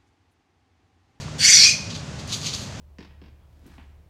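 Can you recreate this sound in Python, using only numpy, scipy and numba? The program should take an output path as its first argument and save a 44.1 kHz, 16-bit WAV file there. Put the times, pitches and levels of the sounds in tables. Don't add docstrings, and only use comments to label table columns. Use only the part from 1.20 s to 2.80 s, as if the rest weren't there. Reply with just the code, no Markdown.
import sys
import numpy as np
from scipy import signal
from scipy.fft import rfft, irfft
from scipy.io import wavfile
from scipy.ndimage import uniform_filter1d, minimum_filter1d
from numba import njit

SR = 44100
rng = np.random.default_rng(int(sys.argv[2]) if len(sys.argv) > 2 else 0)


def elevation(decibels):
    levels = np.asarray(decibels, float)
    return 10 ** (levels / 20)


def bounce(signal):
    frames = np.transpose(np.atleast_2d(signal))
    limited = np.clip(frames, -1, 1)
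    pcm = np.round(limited * 32767).astype(np.int16)
    wavfile.write(sys.argv[1], SR, pcm)


N = 70560

# (time [s], level [dB], chaos [0-1, more is held at 1])
SHRIEK = [
    (.183, -39, 1.2),
    (.2, -27, 1.14),
    (.222, -19, 0.91),
    (.25, -13.5, 0.85),
    (.36, -10.5, 0.89),
    (.43, -10.5, 1.01),
    (.465, -10.5, 0.74),
    (.495, -15, 0.79),
    (.56, -32, 0.8),
]
# (time [s], mouth [Hz], front of mouth [Hz], fold beats [Hz])
MOUTH = [
    (.19, 4550, 5950, 2080),
    (.27, 4620, 6050, 2180),
    (.31, 4620, 6180, 2160),
    (.36, 4520, 5850, 2230),
    (.43, 4380, 5680, 2340),
    (.456, 4550, 5600, 2360),
    (.46, 4870, 6180, 2420),
    (.49, 4870, 6180, 2460),
    (.497, 4500, 6170, 2460),
]


def level(x, db):
    return x * elevation(db) / np.sqrt(np.mean(x ** 2))


def curve(table, col):
    rows = np.array(table, float)
    return np.interp(np.arange(N) / SR, rows[:, 0], rows[:, col])


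def walk(rate):
    hold = int(SR / rate)
    steps = np.repeat(rng.standard_normal(N // hold + 1), hold)
    return 1.3 * uniform_filter1d(uniform_filter1d(steps, hold), hold)[:N]


def colour(x, table):
    rows = np.array(table, float)
    hz = np.arange(N // 2 + 1) * SR / N + 1
    db = np.interp(np.log(hz), np.log(rows[:, 0]), rows[:, 1], -80, -80)
    return irfft(rfft(x) * elevation(db), N)


@njit
def svf(x, hz, width):
    y, b, l = np.empty(len(x)), 0., 0.
    for i in range(len(x)):
        g, k = np.tan(np.pi * hz[i] / SR), width / hz[i]
        v = (b + g * (x[i] - l)) / (1 + g * (g + k))
        b, l, y[i] = 2 * v - b, l + 2 * g * v, k * v
    return y


def band(x, hz, width_hz):
    hz = np.clip(hz + np.zeros(N), 20, .45 * SR)
    return svf(svf(x, hz, 1.45 * width_hz), hz, 1.52 * width_hz)


def surroundings():
    # (frequency [Hz], level per Hz [dB])
    yard = [(180, -25.5), (300, -11), (372, -4.5), (553, -3.5), (696, -7), (1560, -10.5), (1730, -11),
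            (6900, -15.5), (15500, -55)]
    hiss = level(colour(rng.standard_normal(N), yard), -42) * elevation(.5 * walk(1))

    # (frequency [Hz], level per Hz [dB])
    road = [(15, -49), (25, -22), (60, -4.5), (144, 4.5), (178, -0.5), (209, -2), (306, -10.5), (336, -23),
            (400, -43), (520, -68), (880, -120)]
    rumble = level(colour(rng.standard_normal(N), road), -38) * elevation(1 * walk(17))

    # (multiple of its turning rate, level [dB])
    engine = [(1.5, -0.5), (2, -1), (3, 2.5), (4, -3.5), (5, -9.5), (6, -10), (10, -22.5), (11, -24),
              (12, -12)]
    engine_hz, engine_db, flutter_db = 50.73, -45.5, 3
    turn = 2 * np.pi * np.cumsum(engine_hz * (1 + 0.01468 * walk(5))) / SR
    hum = 0
    for k, db in engine:
        hum = hum + np.sin(k * turn + k * k) * elevation(engine_db + db + flutter_db * walk(14))

    whine_s, length_s, whine_hz, drop_hz_per_s = .94, .05, 1500, 700
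    t = np.arange(N) / SR - whine_s
    tone = np.sin(2 * np.pi * (whine_hz - drop_hz_per_s * t / 2) * t)
    whine = elevation(-53) * np.exp(-(t / length_s) ** 2) * tone
    return hiss + rumble + hum + whine


def scuffs():
    # (time [s], length [s], level [dB], brightness [dB])
    steps = [(.0, 0.018, -43.5, 8.5), (0.693, 0.019, -34, -10), (.74, 0.022, -39, -3),
             (0.984, 0.011, -42, 3), (1.069, 0.021, -40.5, 4), (1.089, .035, -38, 1),
             (1.119, 0.026, -33.5, 7), (1.156, 0.018, -42.5, 10.5), (1.206, 0.043, -42, 6),
             (1.227, 0.028, -34.5, 2), (1.257, 0.042, -31.5, -1.5), (1.326, 0.033, -34, 6.5),
             (1.374, .07, -47, 10.5), (1.454, 0.14, -54.5, 5)]
    # (frequency [Hz], level per Hz [dB])
    leaves = [(710, -57), (1200, -10.5), (1450, -37), (2410, -12), (4690, -3), (5210, -12), (6580, -6.5),
              (7630, -18), (15000, -42)]
    grains_per_s, scatter_db, bright_hz = 3000, 2.5, 7950
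    rise_s, edge_s = 0.011, 0.029

    luck = rng.random((3, N))
    crack_size = elevation(-scatter_db * np.log(luck[1] + 0.0067))
    grains = (luck[0] < grains_per_s / SR) * crack_size * np.sign(luck[2] - .5)
    rubbing = level(rng.standard_normal(N), 0.9)
    crackle = level(colour(level(grains, 0) + rubbing, leaves), 0) * elevation(1.05 * walk(59.9))
    dull = signal.sosfiltfilt(signal.butter(2, bright_hz, fs=SR, output="sos"), crackle)

    t, out = np.arange(N) / SR, 0
    for s, length_s, db, bright_db in steps:
        press = np.clip((t - s) / rise_s, 0, 1)
        press = press * np.exp(-np.clip(t - s - length_s, 0, None) / edge_s)
        out = out + elevation(db) * press * (dull + elevation(bright_db) * (crackle - dull))
    return out


def snaps():
    # (time [s], peak level [dB], pitch [Hz], time to ring down by 60 dB [s])
    twigs = [
        (.0795, -31, 3500, .004),
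        (.083, -27, 1100, .008),
        (1.076, -27, 9000, .0015),
        (1.1266, -13.5, 4400, .006),
        (1.2366, -22, 4560, .006),
        (1.267, -20, 4650, .008),
        (1.295, -21, 5500, .004),
        (1.3377, -18, 4530, .015),
        (1.3489, -14, 5000, .005),
        (1.5594, -33, 6000, .005),
    ]
    rise_s, tick_db = .00012, -32
    out, t = np.zeros(N + 2000), np.arange(2000) / SR
    for s, db, hz, t60 in twigs:
        rise = np.minimum(1, t / np.minimum(rise_s, t60 / 20))
        ring = np.sin(2 * np.pi * hz * t) * np.exp(-np.log(1000) * t / t60) * rise
        tick = elevation(tick_db) * np.diff(rng.standard_normal(len(t) + 1)) * np.exp(-t / 0.00037)
        start = int(s * SR)
        out[start:start + len(t)] += elevation(db) * (ring + tick)
    return out[:N]


def folds():
    wander, jitter, weak_pulse = .022, .1, .25
    turns = np.cumsum(curve(MOUTH, 3) * (1 + wander * walk(150))) / SR
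    beat = np.arange(1, int(turns[-1]) - 9)
    at = np.interp(beat, turns, np.arange(N))
    chaos = np.clip(curve(SHRIEK, 2)[at.astype(int)], 0, 1)
    luck = rng.standard_normal((N // 8, 2))[beat].T
    at = np.clip(at + jitter * chaos * luck[0] * np.gradient(at), 8, N - 9)
    orderly = np.where(beat % 2, 1, weak_pulse)
    size = np.sqrt(1 - chaos ** 2) * orderly + chaos * luck[1]

    near = at.astype(int)[:, None] + np.arange(-7, 9)
    lag = near - at[:, None]
    taps = size[:, None] * np.sinc(lag) * np.cos(np.pi * lag / 16) ** 2
    return np.bincount(near.ravel(), taps.ravel(), N)


def shriek():
    # (time [s], throat [dB], mouth [dB], front of mouth [dB])
    balance = [
        (.19, -16, -3.5, -9),
        (.25, -8.5, 2.5, -2),
        (.30, -4, -3, 0.5),
        (.36, -11, 1, 4),
        (.43, -10.5, -0.5, -8.5),
        (.47, -5.5, -2.5, -0.5),
        (.53, -3.5, -9, -4),
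    ]
    # (frequency [Hz], width [Hz], level with jaw open [dB], level with jaw closed [dB])
    cavities = [(1150, 200, -30, -32), (1650, 300, -15, -27), (2950, 700, -11, -21), (3500, 500, -16, -17),
                (4200, 500, -14, -6), (5250, 900, -6, -6), (7000, 900, -9, -18), (8500, 1300, -18, -27),
                (11300, 1300, -29, -33), (13400, 1500, -36, -55), (15300, 500, -40, -42)]
    # (frequency [Hz], level [dB])
    cry_colour = [(20, -14), (1200, -5.5), (1600, -1), (12000, 0), (13000, -4), (14200, -9), (15000, -1),
                  (22050, 0)]
    # (starts closing [s], is closed [s])
    closing = (0.31, 0.44)
    swell_db, quiver = 2, .012
    puffs, t = folds(), np.arange(N) / SR

    def ring(hz, width_hz, db):
        swell = elevation(db + swell_db * walk(91.1))
        return swell * band(puffs, hz * (1 + quiver * walk(70.1)), width_hz)

    throat = ring(curve(MOUTH, 3), 300, curve(balance, 1))
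    mouth = ring(curve(MOUTH, 1), 320, curve(balance, 2))
    front = ring(curve(MOUTH, 2), 300, curve(balance, 3))
    voice = throat + mouth + front
    for hz, width_hz, open_db, shut_db in cavities:
        db = np.interp(t, closing, (open_db, shut_db)) + 2.8 * walk(41.2)
        late_puffs = np.roll(puffs, int(hz / 20))
        voice = voice + elevation(db) * band(late_puffs, hz, width_hz)

    fade = np.exp(-np.clip(t - SHRIEK[-1][0], 0, None) / .015) * (t > SHRIEK[0][0])
    return level(colour(voice, cry_colour), 0) * elevation(curve(SHRIEK, 1)) * fade


@njit
def walls(x, lags, gain, damp):
    line, soft, out = np.zeros((8, 8192)), np.zeros(8), np.zeros(len(x))
    for i in range(len(x)):
        total = 0.
        for k in range(8):
            soft[k] += (1 - damp) * (gain[k] * line[k, (i - lags[k]) & 8191] - soft[k])
            total += soft[k]
            out[i] += soft[k] * (1 - 2 * (k % 2))
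        for k in range(8):
            line[k, i & 8191] = x[i] + soft[k] - total / 4
    return out


def echo(near):
    # (frequency [Hz], level [dB])
    wall_colour = [(20, 0), (1500, 0), (2450, 1), (3500, -1), (5000, -1), (6200, -1), (11000, 0),
                   (22050, 0)]
    t60_s, damp, echo_db = 0.6, 0.15, -17.5
    lags = rng.integers(700, 5000, size=8)
    bounced = walls(near, lags, elevation(-60 * lags / SR / t60_s), damp)
    return elevation(echo_db) * colour(bounced, wall_colour)


def scene():
    background = surroundings()
    near = scuffs() + snaps() + shriek()
    return (near + echo(near) + background)[None]


def top_cut(x):
    return signal.sosfilt(signal.butter(12, 15650, fs=SR, output="sos"), x)


def record(dry):
    ceiling = .92
    need = np.minimum(1, ceiling / (np.abs(dry) + 1e-9))
    gain = uniform_filter1d(minimum_filter1d(need, size=133), size=131)
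    return top_cut(dry * gain)


dry = scene()
out = record(dry)
bounce(out)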